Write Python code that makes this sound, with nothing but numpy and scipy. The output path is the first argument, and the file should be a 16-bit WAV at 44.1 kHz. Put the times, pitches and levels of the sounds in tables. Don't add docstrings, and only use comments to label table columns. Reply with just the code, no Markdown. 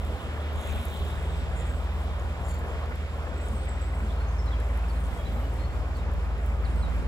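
import sys
import numpy as np
from scipy import signal
from scipy.fft import rfft, irfft, next_fast_len
from scipy.io import wavfile
from scipy.ndimage import uniform_filter1d

SR = 44100
rng = np.random.default_rng(int(sys.argv[2]) if len(sys.argv) > 2 else 0)


def store_pcm(level_fs):
    pcm = np.round(np.clip(level_fs, -1, 1) * 32767).astype(np.int16)
    wavfile.write(sys.argv[1], SR, np.atleast_2d(pcm).T)


def field_ratio(decibels):
    return 10 ** (np.asarray(decibels, dtype=float) / 20)


N = 312159
TIME = np.arange(N) / SR
SIZE = next_fast_len(N)
HZ = np.arange(SIZE // 2 + 1) * SR / SIZE + 1e-9
PORT_LAG = 8


def curves(table):
    s, *columns = np.transpose(table)
    return [np.interp(TIME, s, c) for c in columns]


def over_hz(table):
    hz, value = np.transpose(table)
    return np.interp(np.log(HZ), np.log(hz), value)


def unit(x):
    return x / np.sqrt(np.mean(x ** 2))


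def walk(rate):
    k = int(SR / rate)
    held = np.repeat(rng.standard_normal(N // k + 1), k)
    return unit(uniform_filter1d(uniform_filter1d(held, k), k)[:N])


def band(x, lo_hz, hi_hz):
    sos = signal.butter(2, [lo_hz, min(hi_hz, .45 * SR)], "band", fs=SR, output="sos")
    return signal.sosfilt(sos, x)


def pan(db):
    return field_ratio(np.array([db, -db]) / 2).reshape(2, -1)


def hump(length, power):
    count = int(length * SR)
    return np.sin(np.pi * np.arange(count) / count) ** power


def add(out, s, piece):
    i = int(s * SR)
    out[..., i:i + piece.shape[-1]] += piece[..., :N - i]


def tone(turns, db, wander):
    return np.sqrt(2) * field_ratio(db) * np.sin(2 * np.pi * turns + wander * walk(7.6))


# time in seconds, level in dB.
MAINS_LEVEL = [(0.0, -33.5), (0.5, -45), (1.0, -37), (1.5, -31.5), (2.0, -32.5), (2.5, -34), (3.0, -39),
               (3.5, -33), (4.0, -30), (4.5, -27.5), (5.0, -28), (5.5, -30.5), (6.0, -31), (6.5, -28),
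               (7.0, -26.5)]
# time in seconds, rate in Hz.
MAINS_RATE = [(0, 55.5), (.7, 55.73), (3.0, 55.7), (3.5, 55.7), (4.0, 55.97), (4.9, 56.02), (5.5, 55.85),
              (7.08, 55.82)]
# pitch in Hz, turns made at the start.
UPPER_ORDERS = [(112.56, .49), (111.88, .32), (111.6, .81), (112.39, .35), (167.87, .94), (167.53, .54),
                (167.3, .85), (167.16, .78)]
UPPER_LEVELS = (-47, -54.5, -55, -59, -54.5, -54.5, -66, -59.5)


def mains():
    turns = .07 + np.cumsum(curves(MAINS_RATE)[0]) / SR
    out = tone(turns, curves(MAINS_LEVEL)[0] + 1, .05)
    for (hz, start), db in zip(UPPER_ORDERS, UPPER_LEVELS):
        out += tone(start + hz * TIME, db + walk(8.3), 0.095)
    return out


# time in seconds, level in dB.
GENERATOR_LEVEL = [(0, -32), (1, -30), (2, -31), (3, -32.5), (4, -31.5), (5, -34), (6, -32), (7.08, -31.5)]
# multiple of the firing rate, level against the firing line in dB.
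GENERATOR_MULTIPLES = [(7 / 6, -19), (1.25, -26.5), (11 / 6, -27), (2, -28.5), (3, -28)]


def generator():
    turns = .2 + 75.025 * TIME
    db = curves(GENERATOR_LEVEL)[0] + .5 * walk(9)
    out = tone(turns, db, .05)
    for multiple, under_db in GENERATOR_MULTIPLES:
        out += tone(multiple * turns, db + under_db, 0.22)
    return out


# start in seconds, length in seconds, start pitch in Hz,
# end pitch in Hz, level in dB.
HULL_BOOMS = [
    (0.659, 0.22, 218, 235, -43.5),
    (2.853, 0.12, 239, 248, -51.5),
    (3.479, 0.11, 212.6, 225, -42),
    (3.979, 0.17, 212.5, 207, -43.5),
    (5.302, 0.12, 202, 253, -42),
    (5.407, 0.097, 270, 290, -44),
    (5.548, 0.14, 227.6, 223, -49),
    (6.051, .009, 630, 755, -40),
]


def hull():
    out = np.zeros(N)
    for s, length, start_hz, end_hz, db in HULL_BOOMS:
        shape = hump(length, 0.83)
        turns = np.cumsum(np.linspace(start_hz, end_hz, len(shape))) / SR
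        add(out, s, field_ratio(db) * np.sqrt(2) * shape * np.sin(2 * np.pi * turns))
    return out


def engines():
    out = mains() + generator() + hull()
    return np.array([out, np.pad(out, (PORT_LAG, 0), "edge")[:N]])


# frequency in Hz, left minus right in dB.
PORT_BALANCE = [(60, -16.5), (110, 2), (200, -1), (380, 0.5), (700, -0.5), (1290, -0.5), (2380, -3.5),
                (4400, 1.5), (8120, 7), (15000, 10.5)]


def rush(colour, alike, lead, flicker_db, rate):
    shared, left, right = rfft(rng.standard_normal((3, SIZE)))
    alike = np.clip(alike, 0, 1)
    pair = np.sqrt(alike) * np.array([shared, shared * np.exp(-1j * lead)])
    pair = pair + np.sqrt(1 - alike) * np.array([left, right])
    pair = pair * field_ratio(over_hz(colour)) * pan(over_hz(PORT_BALANCE))
    centres = 62.5 * 2. ** np.arange(9)
    place = np.log2(np.clip(HZ, centres[0], centres[-1]))
    out = np.zeros((2, N))
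    for c in centres:
        if colour[0][0] / 2 < c < colour[-1][0] * 2:
            octave = np.clip(1 - abs(place - np.log2(c)), 0, 1)
            out += field_ratio(flicker_db * walk(rate)) * irfft(pair * octave, SIZE)[:, :N]
    return unit(out)


def bubbles(rate, cycles):
    out = np.zeros((2, N))
    for hz in 420 * 1.17 ** np.arange(12):
        pushes = (rng.random(N) < rate / SR) * field_ratio(4.4 * np.minimum(rng.exponential(size=N), 3.0))
        pushes = uniform_filter1d(pushes, size=int(SR / hz / 2))
        pole = np.exp(-hz / cycles / SR)
        ring = signal.lfilter([1], [1, -2 * pole * np.cos(2 * np.pi * hz / SR), pole ** 2], pushes)
        out += pan(3.1 * rng.standard_normal()) * unit(ring) * (600 / hz) ** 0.26
    return unit(np.array([out[0], np.pad(out[1], (PORT_LAG, 0))[:N]]))


# start in seconds, length in seconds, rise in dB.
RUN_UPS = [(0, 0.33, 1.5), (0.54, 0.57, 7), (0.899, 0.6, 3), (1.49, 0.27, 3), (2.42, .25, 1),
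           (2.62, 0.26, 2), (3.41, 0.25, 3.5), (4.6, 0.58, 5.5), (4.978, 0.86, 6.5), (5.947, 0.13, 4.5),
           (6.4, .8, 3.5)]


def surge():
    out = np.zeros(N)
    for s, length, rise_db in RUN_UPS:
        progress = np.linspace(0, 1, int(length * SR)) ** 0.72
        add(out, s, rise_db * np.sin(np.pi * progress))
    return out


# frequency in Hz, level in dB
# per Hz.
WAKE_COLOUR = [(30, -13.5), (60, -3.5), (110, -3.5), (180, -5.5), (320, -10), (600, -8), (780, -11.5),
               (1000, -12.3), (1400, -14.5), (2000, -20.5), (2800, -22.5), (3700, -31), (5000, -33.5),
               (6100, -38.5), (7500, -39.5), (9500, -53)]
# frequency in Hz, likeness from 0 to 1.
WAKE_ALIKE = [(100, 0.97), (300, 0.94), (700, 0.82), (1200, 0.62), (2000, 0.64), (2800, 0.71), (3300, 0.6),
              (6000, 0.2), (7500, 0.96)]
# frequency in Hz, lead in radians.
WASH_LEAD = [(50, 0.045), (300, 0.065), (1000, 0.55), (1640, 1.68), (1900, 1.07), (2400, 1.9), (3200, 4.2),
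             (3800, 4.92), (4600, 4.76), (5400, 5.7), (6000, 8.8), (7000, 11.7), (7600, 13.9)]
# frequency in Hz, level in dB per Hz.
SPRAY_SPECTRUM = [(1700, -27), (2200, -7), (2900, 3.5), (3400, 4.5), (3900, -0.5), (4400, -10), (5500, -54)]


def wash():
    lead = over_hz(WASH_LEAD)
    wake = rush(WAKE_COLOUR, over_hz(WAKE_ALIKE), lead, 1.3, 15)
    gurgle = field_ratio(-11) * bubbles(rate=18, cycles=9)
    wake_db = -41.5 + 4.0 - 0.226 * TIME + 0.14 * walk(7.5)
    spray_db = -53.5 - 1.83 * TIME + .72 * surge()
    spray = rush(SPRAY_SPECTRUM, 0.78, lead, 2.0, 12)
    return field_ratio(wake_db) * (wake + gurgle) + field_ratio(spray_db) * spray


CRACKLE_PITCHES = (6500, 8500, 10500, 12500, 14300)


def crackle(level):
    burst = rng.random(N) < 420 / SR * level / np.median(level)
    strength = field_ratio(2.8 * np.minimum(rng.exponential(size=N), 3))
    sparks = burst * strength * rng.choice([-1, 1], N)
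    sides = pan(5 + 4 * rng.standard_normal(N))
    size = rng.integers(len(CRACKLE_PITCHES), size=N)
    out = np.zeros((2, N))
    for k, hz in enumerate(CRACKLE_PITCHES):
        out += band(sparks * sides * (size == k), hz * .88, hz * 1.12) * np.sqrt(9000 / hz)
    return unit(out)


# frequency in Hz, level in dB per Hz.
SEETHE_SPECTRUM = [(4500, -22), (6000, -6.5), (7500, 1), (9000, -3.5), (11000, -5.5), (13800, -8),
                   (15600, -19)]
# frequency in Hz, likeness from 0 to 1.
SEETHE_LIKENESS = [(6000, 0.4), (7500, 0.7), (10000, 1), (11500, 0.4), (13500, 0.6), (14500, .9)]
# time in seconds, side gain in dB.
BANK_SPREAD = [(0, -2), (.5, 0), (1, 1), (1.6, -3), (1.75, -7), (2.4, -4), (2.55, 3), (3.1, 0), (3.7, 1.5),
               (3.9, -3), (4.35, -5), (4.5, 3), (4.8, 4), (5.5, 1), (5.95, -2), (6.3, -6), (6.5, 1.5),
               (7.08, 0)]


def seethe():
    level = field_ratio(-68 - 0.74 * TIME + surge() + 1.2 * walk(14))
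    hiss = rush(SEETHE_SPECTRUM, over_hz(SEETHE_LIKENESS), 0, 1.5, 25)
    left, right = level * (field_ratio(3.0) * hiss + field_ratio(-3) * crackle(level))
    mid = (left + right) / 2
    side = (left - right) / 2 * field_ratio(curves(BANK_SPREAD)[0])
    return np.array([mid + side, mid - side])


# time in seconds, peak in dB, pitch in Hz, left minus right in dB.
PEBBLE_TICKS = [(0.0498, -43, 13900, 3.0), (0.532, -50, 11900, 10), (0.5586, -45, 13300, 9),
                (0.615, -46, 10000, 3.5), (0.6739, -40, 11700, 8), (.7607, -46, 13800, 4),
                (0.8145, -45, 11400, 3.0), (0.855, -41, 11500, 8), (.9428, -46, 12900, 3),
                (1.1079, -49, 11500, 3.5), (2.3261, -53, 9950, 2.0), (2.5446, -45, 12200, 13),
                (2.5915, -45, 13800, 11), (2.8594, -50, 9440, 4.0), (2.9566, -48, 10900, 13),
                (3.3423, -53, 9960, 2.0), (3.485, -44, 8960, 8), (3.6576, -49, 13400, 9),
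                (4.2093, -53, 11300, 2.0), (4.4608, -53, 11000, 11), (4.6019, -45, 9460, 10),
                (4.775, -48, 12400, 16), (5.0389, -52, 9870, 9.0), (5.5388, -50, 13500, 10),
                (5.9703, -49, 9800, 0.5), (6.1155, -49, 10300, 5), (6.138, -50, 11900, 8),
                (6.3804, -51, 9710, 5.0), (6.4622, -44, 15400, 10), (6.76, -49, 11000, 7)]


def pebbles():
    out = np.zeros((2, N))
    t = TIME[:int(.006 * SR)]
    for s, db, hz, pan_db in PEBBLE_TICKS:
        noise = rng.standard_normal(len(t))
        knock = .9 * band(noise, hz * .72, min(hz * 1.3, 15700))
        ring = np.exp(-t / .0007) * (.5 * np.sin(2 * np.pi * hz * t) + knock)
        body_db = -3 - 17 * np.log2(hz / 11000) + 4
        body = field_ratio(body_db) * np.exp(-t / .0009) * band(band(noise, 6600, 9300), 6600, 9300)
        add(out, s, field_ratio(db + 4.0) * pan(pan_db) * (ring + body))
    return out


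def pings(table, cycles, gain_db):
    out = np.zeros((2, N))
    t = TIME[:int(.006 * SR)]
    for s, db, hz, pan_db in table:
        ring = np.exp(-t * hz / cycles) * np.sin(2 * np.pi * hz * t)
        add(out, s, field_ratio(db + gain_db) * pan(pan_db) * ring)
    return out


# time in seconds, peak in dB, #
# pitch in Hz, left minus right in dB.
RINGING_DROPS = [(0.6264, -47, 6840, 0.5), (0.7034, -46, 6050, 2.5), (0.7124, -43, 6700, 1.5),
                 (0.7264, -46, 6590, 2.0), (0.7514, -50, 8080, 0.5), (0.7622, -46, 8030, 2.0),
                 (0.815, -45, 8030, 1.5), (0.838, -44, 9290, 2.5), (0.8839, -45, 6420, 3.5),
                 (0.9004, -48, 7920, 2.0), (0.9742, -45, 8090, 2.0), (1.2104, -52, 7190, 3.0),
                 (2.1974, -44, 6900, 2.5), (4.6463, -54, 7460, 3.0), (5.0494, -51, 6970, 3.0),
                 (5.0674, -48, 7050, 3.0), (6.6114, -53, 6900, 5.5), (6.7034, -50, 7100, 4.0),
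                 (6.8982, -52, 7300, 4.0), (6.9964, -57, 6940, 6.0),
                 (0.5851, -55, 10100, 5.0), (0.6913, -48, 10400, 3.0), (0.7208, -47, 11400, 3.5),
             (0.8294, -43, 11300, 4.5), (1.071, -50, 11300, 3.5), (1.1533, -53, 9780, 6.5),
             (2.2633, -59, 10100, 0.5), (2.3895, -57, 12100, 6.5), (2.6843, -50, 10200, 5.7),
             (3.2869, -55, 10800, 7.0), (3.4924, -51, 9800, 3.5), (3.6925, -48, 10000, 6.5),
             (4.1624, -57, 10100, 1.5), (4.8389, -56, 9700, 9.5), (4.8994, -51, 10700, 8.5),
             (4.9187, -55, 9870, 7.0), (5.0574, -50, 10300, 10.5), (5.1417, -54, 12400, 10.5),
             (5.5974, -57, 9720, 5.0), (6.7126, -53, 10600, 3.0), (6.9092, -55, 10800, 3.5),
                 (0.0328, -52, 13800, 3.0), (0.5197, -53, 14100, 4.0), (0.7243, -50, 13400, 3.5),
              (0.8884, -50, 12900, 2.5), (0.9617, -51, 13000, 2.0), (0.9921, -45, 13000, 4.0),
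              (1.3982, -57.5, 13800, 0.5), (2.0502, -56, 13000, 6.0), (2.1959, -60, 12500, 2.0),
              (2.4179, -58, 14400, 1.0), (2.8963, -56, 13000, 8.5), (3.4146, -57, 13600, 3.0),
              (3.465, -50, 13600, 6.0), (5.1417, -56, 12600, 7.5), (5.6251, -57, 15100, 2.5),
              (5.6685, -57, 13500, 5.5), (5.8885, -58, 13700, 4.5), (6.4936, -58, 12800, 4.5),
              (6.6233, -54, 13500, 1.0), (6.775, -54, 13200, 6.0), (7.0209, -55, 13200, 3.0)]
# time in seconds, peak in dB, pitch in Hz, left minus right in dB.
GRIT_CLICKS = [(0.5624, -47, 8610, 3.5), (0.614, -42, 10000, 3.5), (0.7894, -45, 8650, 3.0),
               (0.7994, -42, 10900, 3.5), (0.8504, -39, 11600, 3.5), (0.9044, -50, 9610, 2.0),
               (3.4146, -50, 8620, 2.0), (3.4585, -50, 8650, 5.5), (3.5974, -54, 8510, 2.0),
               (3.8874, -55, 8520, 0.5), (3.9324, -57, 8550, 1.0), (4.0053, -53, 9170, 2.5),
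               (4.4674, -51, 9460, 8.5), (4.4864, -55, 10400, 7.5), (4.4924, -56, 11100, 4.0),
               (4.5184, -52, 9260, 4.0), (4.8844, -46, 9220, 8.0), (5.0389, -48, 8650, 8.5),
               (5.0514, -47, 11300, 8.5), (5.0724, -49, 8620, 6.0), (5.1484, -54, 8520, 7.5)]


def shore():
    drops = pings(RINGING_DROPS, cycles=7, gain_db=1.5)
    grit = pings(GRIT_CLICKS, cycles=2.5, gain_db=2)
    return seethe() + pebbles() + drops + grit


def whistle(out, call, halfway, tremble, turn, warble, lag):
    s, length, start_hz, end_hz, db = call
    shape = hump(length, .35)
    heard = slice(int(s * SR), int(s * SR) + len(shape))
    mid_hz = start_hz + (end_hz - start_hz) * halfway
    bend = np.polyfit([0, .5, 1], [start_hz, mid_hz, end_hz], deg=2)
    glide = np.polyval(bend, np.linspace(0, 1, len(shape))) * warble[heard]
    turns = (np.cumsum(glide) - np.array([[0], [lag]]) * glide) / SR
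    level = field_ratio(db + 1.5) * np.sqrt(2) * pan(-0.47) * shape * unit(tremble[heard]) * turn[heard]
    add(out, s, level * np.sin(2 * np.pi * turns))


# start in seconds, length in seconds, start pitch in Hz,
# end pitch in Hz, level in dB, share of the glide done by mid-call.
THIN_CALLS = [
    (1.203, 0.42, 8500, 7260, -67, .6),
    (1.468, 0.34, 9300, 7800, -64.5, 0.72),
    (3.501, 0.19, 8770, 8000, -63, .6),
    (4.947, 0.25, 9200, 7850, -67.5, .6),
    (6.63, 0.23, 9030, 8080, -66, 0.6),
]
# start in seconds, length in seconds, gain in dB.
CALL_ACCENTS = [(1.23, .07, 1), (1.46, .15, -2), (1.47, .05, -4), (1.54, .075, 4), (1.612, .035, -14),
                (1.668, .045, 6), (1.715, .03, -6), (3.5, .07, 2), (3.575, .04, -3), (4.96, .1, 2),
                (5.07, .04, -4), (5.11, .05, 3), (6.63, .02, -5), (6.71, .07, -4), (6.785, .03, 4),
                (6.83, .022, -8)]
# start in seconds, length in seconds, start pitch in Hz,
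# end pitch in Hz, level in dB.
SONG_NOTES = [(4.09, .024, 3940, 3400, -55.5), (4.11, .018, 3530, 3800, -58), (4.15, .035, 4250, 4320, -67),
              (4.199, 0.028, 4230, 4320, -61), (4.238, .03, 4250, 4300, -66),
              (4.274, 0.048, 6460, 6400, -63.5), (4.38, 0.013, 6300, 5450, -59),
              (4.386, 0.024, 5400, 5300, -55.5), (4.405, 0.018, 5450, 5300, -63),
              (4.44, 0.06, 5360, 5340, -70), (4.463, 0.016, 4430, 4000, -59),
              (4.476, 0.019, 3980, 3930, -55.5), (4.575, 0.045, 3900, 3850, -67),
              (4.345, 0.03, 6350, 6300, -69), (4.514, 0.031, 3920, 3220, -51),
              (4.838, 0.0054, 2900, 2500, -47.5), (4.884, .022, 5750, 4550, -61),
              (4.903, .015, 4450, 4420, -58), (4.952, .03, 4420, 4000, -62),
              (5.174, 0.042, 3330, 3310, -59), (5.228, .028, 3310, 3310, -62),
              (5.365, .03, 3960, 3970, -65), (5.256, 0.023, 3960, 3950, -54.5),
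              (5.405, .025, 3060, 2930, -62), (5.428, .042, 2900, 2970, -58), (5.7, .06, 4350, 4500, -68),
              (5.584, .045, 4000, 4300, -62), (5.628, .042, 4380, 4330, -58.5),
              (5.95, .022, 4480, 4400, -60), (5.975, 0.032, 4280, 3670, -61),
              (6.647, 0.024, 4970, 3780, -54.5), (6.792, .014, 3700, 5000, -63),
              (6.822, 0.034, 4270, 3780, -53.5)]


def whistles(flutter):
    out = np.zeros((2, N))
    warble = 1 + .008 * walk(170)
    shimmer = field_ratio(3.8 * np.tanh(walk(110)))
    turn_db = np.zeros(N)
    for s, length, db in CALL_ACCENTS:
        add(turn_db, s, db * hump(length, .5))
    for *call, halfway in THIN_CALLS:
        whistle(out, call, halfway, shimmer, field_ratio(turn_db), warble ** .5, lag=1)
    for note in SONG_NOTES:
        whistle(out, note, 0.784, flutter ** .7, np.ones(N), warble, lag=1.7)
    return out


# start in seconds, #
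# length in seconds, pitch in Hz, width in Hz, level in dB.
ROUGH_SOUNDS = [(0.56, 0.14, 6860, 900, -62), (.66, .28, 13900, 800, -71), (.62, .44, 16000, 4500, -69),
                (0.625, 0.24, 2410, 700, -55), (1.558, 0.073, 7220, 550, -56.5),
                (1.638, 0.11, 7100, 500, -68), (2.443, .028, 7250, 400, -58), (2.49, .04, 7300, 400, -55),
                (2.538, .016, 7300, 400, -58), (2.48, .038, 4450, 200, -60), (2.523, .025, 4430, 200, -59),
                (2.55, .03, 4400, 200, -63), (2.44, 0.11, 8500, 3600, -57.5), (2.45, .11, 12000, 4000, -66),
                (3.35, 0.13, 7800, 500, -62.5), (3.45, .04, 9300, 400, -67), (3.745, .045, 8000, 350, -64),
                (3.09, .06, 7300, 600, -70), (3.55, .07, 8200, 350, -61), (3.679, 0.067, 7830, 500, -55.5),
                (3.805, .065, 7800, 450, -57), (3.84, 0.058, 8200, 400, -64), (3.92, 0.078, 8000, 450, -65),
                (3.4, 0.14, 7600, 900, -68), (5.22, 0.26, 13400, 700, -70), (.56, 0.17, 3670, 500, -61),
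                (.8, 0.22, 3600, 600, -59.5), (1.01, .2, 3550, 500, -62.5), (4.5, 0.64, 2300, 900, -62.5),
                (5.18, 0.76, 2100, 900, -60.5), (3.98, .1, 7900, 1100, -68), (1.575, .04, 8950, 250, -68)]


def buzzes(flutter):
    out, noise = np.zeros((2, N)), rng.standard_normal(N)
    for s, length, hz, width_hz, db in ROUGH_SOUNDS:
        shape = hump(length, 0.45)
        heard = slice(int(s * SR), int(s * SR) + len(shape))
        buzz = unit(band(noise[heard], hz - width_hz / 2, hz + width_hz / 2) * flutter[heard])
        add(out, s, field_ratio(db) * pan(5.5) * shape * buzz)
    return out


def gorge(calls):
    t60_s, tail_db = .4, -5.5
    t = TIME[:SR // 2]
    scatter = rng.standard_normal(len(t)) + .8 * rng.standard_normal((2, len(t)))
    tail = scatter * field_ratio(-60 * t / t60_s) * (t > .004)
    tail = tail / np.linalg.norm(tail[0])
    return field_ratio(tail_db) * signal.fftconvolve(calls, tail, axes=1)[:, :N]


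def birds():
    flutter = field_ratio(5 * np.tanh(walk(150)) + 1.5 * walk(45))
    calls = whistles(flutter) + buzzes(flutter)
    return calls + gorge(calls)


# time in seconds, level in dB.
BREEZE_LEVEL = [(0.0, -55), (0.4, -54), (0.6, -47.5), (1.1, -49), (1.7, -53.5), (2.3, -54), (2.9, -54),
                (3.4, -61), (3.7, -51.5), (4.3, -68), (4.9, -64), (5.15, -44), (5.45, -55.5), (5.8, -49),
                (6.15, -47.5), (6.4, -52), (6.75, -45), (7.08, -44.5)]


def breeze():
    puffs = np.tanh(2.0 * np.array([walk(25), walk(25)]))
    low, high = rng.standard_normal((2, 2, N))
    thud = unit(field_ratio(4.4 * puffs) * band(low, 39, 81))
    flap = unit(field_ratio(11 * puffs) * band(high, 100, 240))
    level = field_ratio(curves(BREEZE_LEVEL)[0])
    return field_ratio(10.0) * level * thud + field_ratio(46) * level ** 2 * flap


def scene():
    return engines() + wash() + shore() + birds() + breeze()


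# time in seconds, left gain in dB,
# right gain in dB, length in seconds.
BASS_DIPS = [(0.2, -25, -3, 0.06), (0.364, -0.8, -2.5, 0.03), (0.634, -17, -15, 0.022),
             (0.843, -6, -23, 0.03), (0.94, -2, -3.5, 0.079), (1.095, -1, -1.5, 0.064),
             (1.587, -1.5, 0, 0.063), (2.176, -0.5, -0.5, 0.2), (2.363, -3, -2.5, 0.061),
             (3.09, -3, -1.5, 0.03), (3.292, 0, -3, 0.067), (4.932, 0, -0.5, 0.07), (5.117, -1.5, -2, .02),
             (5.161, -4.5, -3.5, 0.052), (5.218, -3, -4, 0.029), (5.275, -2.5, -10, 0.024),
             (5.724, -3, -2, 0.043), (6.388, -1.5, -1, 0.045), (7.022, -2.5, -1.5, 0.05)]


def wind_guard(dry):
    bass = signal.sosfiltfilt(signal.butter(2, 130, fs=SR, output="sos"), dry)
    dip_db = -field_ratio(curves(BREEZE_LEVEL)[0] + 45.5) * np.array([walk(45), walk(45)]) ** 2
    for s, left_db, right_db, length in BASS_DIPS:
        dip = 3.4 * np.array([[left_db], [right_db]]) * hump(2 * length, 3.3)
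        add(dip_db, s - length, dip)
    return dry + bass * (field_ratio(dip_db) - 1)


def band_limit(x):
    return signal.sosfilt(signal.butter(12, 15830, fs=SR, output="sos"), x)


def record(dry):
    top_cut = signal.ellip(8, .1, 40, 15750, fs=SR, output="sos")
    heard = signal.sosfiltfilt(top_cut, wind_guard(dry))
    fade = np.clip((TIME[-1] - TIME) / .003, 0, 1)
    return band_limit(heard * fade)


dry = scene()
out = record(dry)
store_pcm(out)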